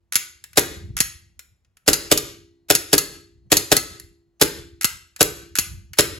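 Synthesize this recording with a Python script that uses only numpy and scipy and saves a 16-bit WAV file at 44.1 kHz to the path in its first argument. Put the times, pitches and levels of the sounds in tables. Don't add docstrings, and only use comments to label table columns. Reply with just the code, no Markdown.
import sys
import numpy as np
from scipy import signal
from scipy.fft import rfft, irfft
from scipy.io import wavfile
from scipy.ndimage import uniform_filter1d, minimum_filter1d

SR = 44100
rng = np.random.default_rng(int(sys.argv[2]) if len(sys.argv) > 2 else 0)


def file_out(sig):
    cols = np.atleast_2d(sig).T
    lim = np.clip(cols, -1, 1)
    pcm = np.round(lim * 32767).astype(np.int16)
    wavfile.write(sys.argv[1], SR, pcm)


N = 272979

# hammer_s, rear_stop_db, puff_pitch_factor, air_wake_db
SHOTS = [(0.5737, -7.5, 1, -43), (1.8786, -8, 0.97, -49.5), (2.1157, -16.5, 0.97, -48), (2.702, -7, 1, -45),
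         (2.9305, -11, 0.92, -48.5), (3.5188, -9, 1.004, -46.5), (3.7175, -19, 0.95, -39),
         (4.414, -6, 1, -41), (5.2079, 1.5, 1.005, -40.5), (5.9871, -1, 1.016, -40.5)]
# start_s, level_db, frame_clack_db, barrel_clink_db, jolt_db
SLAMS = [(0.1553, -6, -0.5, -16.5, -33.5), (1.0036, -5.5, -1.5, -9, -22.5), (1.9310, -2.5, -9.5, -1.5, -26),
         (2.175, -7.5, 0, -3, -33.5), (2.7510, -2, -4, -1, -21), (2.98, -0.5, -16, -5, -27.5),
         (3.569, -1.5, -17, -6, -22), (3.7667, -0.5, -21.5, -3, -20), (4.8442, -6.5, -0.5, -9.5, -22.5),
         (5.5860, -6, -7.5, -9.5, -23.5)]
# start_s, level_db, brightness_db
CLICKS = [(0.4397, -34, 3), (0.5312, -40, -6), (1.3924, -34, 2), (1.6471, -57, -16.5), (1.7693, -46, -2),
          (3.9977, -42.5, 9), (5.162, -31.5, -2.5), (5.9328, -29, -3)]
# start_s, level_db
CATCH_RELEASES = [(0.1227, -20), (0.9672, -18.5), (4.8108, -19.5), (5.5537, -17.5)]
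# peak_s, level_db, slope_db_per_s
HAND_SWEEPS = [(.89, -36, 56), (3.47, -49.5, 82), (4.94, -51.5, 93), (5.739, -37, 73)]

# after_hammer_s, relative_level_db, rise_s, fall_s
SHOT_HISS = [(-.018, -38, 0.006, 0.011), (-.0055, -27, 0.0016, .005), (-.001, -2, .0014, 0.0063),
             (.0052, -4.5, .0025, 0.0073)]
# after_hammer_s, relative_level_db, base_pitch_hz, peak_s
GAS_PUFFS = [(0.003046, -0.5, 570, 0.00071), (0.00968, -1, 514, .0013), (0.0068, -16, 170, 0.0024)]

# pitch_hz, relative_level_db, t60_s
SLIDE_MODES = [(1304, -12.5, 0.081), (1449, -12.5, 0.021), (2060, -14.5, 0.16), (2156, -9, 0.03),
               (2710, -10.5, 0.12), (4280, -11.5, 0.13), (5400, -12.5, 0.13), (6220, -16, 0.064),
               (6860, -5.5, .04), (7420, -5, .04), (10370, -3.5, 0.026), (11180, -0.5, 0.02),
               (11520, 3, 0.022), (12500, 0.5, 0.018)]
# pitch_hz, relative_level_db, t60_s
BARREL_MODES = [(4300, -1, 0.035), (4390, 0.5, 0.04), (4560, -1, 0.022), (4840, 2.5, 0.02),
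                (5320, -6.5, 0.027), (6230, -1.5, 0.057), (6510, 0, 0.056)]
# pitch_hz, relative_level_db, t60_s
SPRING_MODES = [(274.5, -11, 1.1), (339.1, 1, 1.25), (404, -1, .85), (1949, -28, 1.2), (2019, -19, .5),
                (3892, -32, 1.2), (4231, -18, .95), (4883, -19, .55), (6864, -31, .9)]

# frequency_hz, relative_db_per_hz
GAS_SPECTRUM = [(60, -10), (200, -6), (600, 2.5), (800, 0), (1030, -4), (1500, 1.5), (2200, -1.5),
                (4000, 0.5), (7000, 0), (9500, -2), (12000, 0.5), (14500, -10.5), (16000, -14)]
# frequency_hz, relative_db_per_hz
STEEL_SPECTRUM = [(200, -31.5), (800, -17.5), (1500, -8), (3200, -4.5), (4400, 0), (7000, 5.5), (9000, 1),
                  (11400, 5.5), (13200, 3), (14500, -9), (16000, -8)]
# frequency_hz, relative_db_per_hz
CLACK_SPECTRUM = [(150, -31.5), (600, -28), (1050, -9.5), (1400, 0), (2400, 0), (3500, -6.5), (6000, -4.5),
                  (14000, -26.5)]
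# frequency_hz, relative_db_per_hz
WIND_SPECTRUM = [(15, -25), (30, -11.5), (48, -1), (80, 7.5), (120, -5.5), (200, -11), (300, -31.5),
                 (600, -50.5), (2000, -74)]
# frequency_hz, relative_db_per_hz
FLOOR_SPECTRUM = [(20, -23), (45, -4.5), (75, -6), (150, -15.5), (400, -20.5), (900, -26), (3000, -35),
                  (15000, -45.5)]

# frequency_hz, t60_s
ROOM_T60 = [(100, 0.58), (350, 0.3338), (700, 0.35), (1800, 0.44), (4500, 0.4435), (8000, 0.3739),
            (12000, 0.3232), (15500, 0.23)]
# frequency_hz, level_db
ROOM_COLOUR = [(50, -6), (100, -1), (190, -10.5), (235, -14), (330, -7), (450, 0), (600, -18.5), (850, -10),
               (1500, -8), (5000, -12.5), (12000, -12), (15500, -8.5)]
# frequency_hz, likeness_0_to_1
NEAR_LIKENESS = [(100, .95), (400, 0.5), (1000, 0.96), (3000, 0.8), (6000, 0.5)]
# frequency_hz, likeness_0_to_1
ROOM_LIKENESS = [(100, 0.93), (400, 1), (800, 0.098), (1800, 0.19), (3500, 0.9), (5500, 0.16)]
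# frequency_hz, left_minus_right_db
BALANCE = [(200, 0), (550, 0), (1200, 0.5), (3000, 2.5), (5500, 3), (6600, 1), (9000, -0.5)]
# frequency_hz, lead_rad
LEFT_LEAD = [(350, 0.56), (700, 0.48), (1200, 1.3), (3000, 0.78), (4500, 0.68)]

SHOT_DB = -0.2
REAR_STOP_DELAY_S, REAR_STOP_FALL_S = 0.02, 0.002
REBOUND_DELAY_S, REBOUND_DB = 0.008, -11.5
RAIL_KNOCKS, RAIL_GAP_S, RAIL_DB, RAIL_BRIGHT_DB = 2, 0.01, -10, 5
CLICK_RISE_S, STEEL_FALL_S, FRAME_FALL_S = 0.001, 0.0035, 0.006
WAKE_RISE_S, WAKE_FALL_DB_PER_S, STILL_AIR_DB = 0.1, 63.5, -70.5
ECHO_PATTERNS = 3
BAND_LIMIT_HZ = 16000


def gain_of(db):
    return 10 ** (np.asarray(db) / 20)


def evened(x):
    return x / np.sqrt(np.mean(x ** 2) + 1e-20)


def read(points, hz):
    f, value = np.transpose(points)
    return np.interp(np.log(hz + 1), np.log(f + 1), value)


def add(mix, start_s, sound):
    part = mix[..., round(start_s * SR):][..., :sound.shape[-1]]
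    part += sound[..., :part.shape[-1]]


def convolve(x, response):
    return signal.fftconvolve(np.atleast_2d(x), np.atleast_2d(response), axes=1)[:, :N]


def colour(x, spectrum, size=2048):
    hz = abs(np.fft.fftfreq(size, 1 / SR))
    log_gain = np.log(gain_of(read(spectrum, hz)))
    min_phase = np.exp(np.conj(signal.hilbert(log_gain)))
    response = np.fft.ifft(min_phase).real[:size // 2]
    return convolve(x, response / np.linalg.norm(response))


def pair(x, likeness):
    a, b = rfft(x)
    same = np.clip(read(likeness, np.fft.rfftfreq(x.shape[1], 1 / SR)), 0, 1)
    return irfft(np.array([a, same * a + np.sqrt(1 - same ** 2) * b]), x.shape[1])


def noise():
    return pair(rng.standard_normal((2, N)), NEAR_LIKENESS)


def burst(rise_s, fall_s):
    t = np.arange(SR // 8) / SR
    return np.minimum(t / rise_s, 1) * np.exp(-np.maximum(t - rise_s, 0) / fall_s)


def ring(modes):
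    t = np.arange(2 * SR) / SR
    return sum(gain_of(db - 60 * t / t60_s) * np.sin(2 * np.pi * hz * t) for hz, db, t60_s in modes)


def puff(hz, peak_s, sag_s):
    t = np.arange(SR // 10) / SR
    turns = hz * sag_s * np.log1p(t / sag_s)
    swell = t / peak_s * np.exp(1 - t / peak_s)
    return swell * np.sin(2 * np.pi * turns)


def recoil(shot_spring_db=-1, slam_spring_db=-22, earlier_shot_s=0.85):
    out = np.zeros(N)
    spring = gain_of(-36) * ring(SPRING_MODES)
    add(out, 0, spring[round(earlier_shot_s * SR):])
    for hammer_s, *_ in SHOTS:
        add(out, hammer_s + 0.01, gain_of(shot_spring_db) * spring)
    for start_s, db, *_, jolt_db in SLAMS:
        add(out, start_s, gain_of(jolt_db) * puff(hz=950, peak_s=0.0036, sag_s=0.0014))
        add(out, start_s, gain_of(db + slam_spring_db) * spring)
    return out


def draught():
    t = np.arange(N) / SR
    power = gain_of(STILL_AIR_DB) ** 2
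    for hammer_s, *_, db in SHOTS:
        rise = np.clip((t - hammer_s) / WAKE_RISE_S, 0, 1)
        falling_s = np.maximum(t - hammer_s - WAKE_RISE_S, 0)
        wake = rise * gain_of(db - WAKE_FALL_DB_PER_S * falling_s)
        power = power + wake ** 2
    for peak_s, db, slope_db_per_s in HAND_SWEEPS:
        sweep = gain_of(db - slope_db_per_s * abs(t - peak_s))
        power = power + sweep ** 2
    return np.sqrt(power)


def air(floor_db=-76, lumps_db=3):
    lumps = evened(signal.oaconvolve(rng.standard_normal(N), signal.windows.hann(SR // 25), "same"))
    gusts = draught() * gain_of(lumps_db * lumps) * colour(noise(), WIND_SPECTRUM)
    quiet = gain_of(floor_db) * colour(noise(), FLOOR_SPECTRUM)
    return gusts + quiet


def light_contacts(catch_bright_db=-1.2):
    rows = list(CLICKS)
    for start_s, db in CATCH_RELEASES:
        rows.append((start_s, db, catch_bright_db))
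        for k in range(1, RAIL_KNOCKS + 1):
            rows.append((start_s + k * RAIL_GAP_S, db + RAIL_DB, RAIL_BRIGHT_DB))
    return rows


def struck(drive, modes):
    response = ring(modes)
    return convolve(drive, response / np.linalg.norm(response))


def metal(ring_db=-7, clack_db=-7, click_clack_db=-5, grain_db=1.5):
    steel, frame, barrel = np.zeros((3, N))
    for hammer_s, stop_db, *_ in SHOTS:
        add(steel, hammer_s + REAR_STOP_DELAY_S, gain_of(stop_db) * burst(0.0006, REAR_STOP_FALL_S))
    for start_s, db, frame_db, barrel_db, _ in SLAMS:
        slam = gain_of(db) * burst(0.00047, 0.0042)
        rebound = gain_of(db + REBOUND_DB) * burst(0.0003, 0.0047)
        for at_s, blow in (start_s, slam), (start_s + REBOUND_DELAY_S, rebound):
            add(steel, at_s, blow)
            add(frame, at_s, gain_of(clack_db + frame_db) * blow)
            add(barrel, at_s, gain_of(barrel_db) * blow)
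    for start_s, db, bright_db in light_contacts():
        add(steel, start_s, gain_of(db + bright_db) * burst(CLICK_RISE_S, STEEL_FALL_S))
        add(frame, start_s, gain_of(db + click_clack_db) * burst(CLICK_RISE_S, FRAME_FALL_S))
    roughness = evened(uniform_filter1d(rng.standard_normal(N), size=16))
    grain = evened(gain_of(grain_db * roughness))
    chatter = steel * grain * noise()
    slide_ring = gain_of(ring_db) * struck(chatter, SLIDE_MODES)
    barrel_ring = struck(barrel * noise(), BARREL_MODES)
    clack = colour(frame * noise(), CLACK_SPECTRUM)
    return colour(chatter, STEEL_SPECTRUM) + slide_ring + barrel_ring + clack


def room(x, first_echo_s=0.0037, build_up_s=0.0042):
    hz, t, z = signal.stft(pair(rng.standard_normal((2, SR)), ROOM_LIKENESS), SR, nperseg=256)
    t60_s = read(ROOM_T60, hz)[:, None]
    decay = gain_of(read(ROOM_COLOUR, hz)[:, None] - 60 * t / t60_s)
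    even_energy = np.sqrt(2 * np.log(1000) / (t60_s * SR))
    tail = signal.istft(z * decay * even_energy, SR, nperseg=256)[1][:, :SR]
    onset = np.clip((np.arange(SR) / SR - first_echo_s) / build_up_s, 0, 1)
    return convolve(x.mean(0) * np.sqrt(2), tail * onset)


def gas():
    jet, thump = np.zeros((2, N))
    for hammer_s, _, pitch_factor, _ in SHOTS:
        for after_s, db, rise_s, fall_s in SHOT_HISS:
            add(jet, hammer_s + after_s, gain_of(db) * burst(rise_s, fall_s))
        for after_s, db, base_hz, peak_s in GAS_PUFFS:
            hz = base_hz * pitch_factor * rng.uniform(0.96, 1.02)
            add(thump, hammer_s + after_s, gain_of(db) * puff(hz, peak_s, sag_s=0.0082))
    return gain_of(SHOT_DB) * (colour(jet * noise(), GAS_SPECTRUM) + thump)


def scene():
    pistol = gas() + metal()
    move_s = [shot[0] - 0.05 for shot in SHOTS]
    place = np.searchsorted(move_s, np.arange(N) / SR) % ECHO_PATTERNS
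    echoes = sum(room(pistol * (place == k)) for k in range(ECHO_PATTERNS))
    return pistol + echoes + recoil() + air()


def microphones(x, split_hz=6300, aligned_hz=7050, lag_s=0.00025):
    hz, (left, right) = np.fft.rfftfreq(N, 1 / SR), rfft(x)
    share = np.clip((hz - split_hz) / 400 + 0.5, 0, 1)
    shifted = left * np.exp(2j * np.pi * (hz - aligned_hz) * lag_s)
    delayed = right * np.exp(-1j * read(LEFT_LEAD, hz))
    right = (1 - share) * delayed + share * shifted
    lean = gain_of(read(BALANCE, hz) / 2)
    return irfft(np.array([left * lean, right / lean]), N)


def limiter(x, threshold_db=-7, hold_s=0.1, recovery_db_per_s=75):
    power = abs(uniform_filter1d((x ** 2).mean(0), size=128))
    level_db = 10 * np.log10(power + 1e-12)
    half = int(hold_s * SR / 2)
    excess_db = np.maximum(level_db - threshold_db, 0)
    held_db = -minimum_filter1d(-excess_db, 2 * half + 1, origin=half)
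    fall_db = recovery_db_per_s * np.arange(N) / SR
    cut_db = np.maximum.accumulate(held_db + fall_db) - fall_db
    return x / gain_of(uniform_filter1d(cut_db, size=64))


def record(dry, low_cut_hz=38):
    low_cut = signal.butter(3, low_cut_hz, "high", fs=SR, output="sos")
    faded = signal.sosfilt(low_cut, dry) * signal.windows.tukey(N, 0.002)
    clipped = np.clip(limiter(microphones(faded)), -0.95, 0.95)
    band_limit = signal.firwin(511, BAND_LIMIT_HZ, window=("kaiser", 9), fs=SR)
    return signal.oaconvolve(clipped, band_limit[None], "same")


dry = scene()
out = record(dry)
file_out(out)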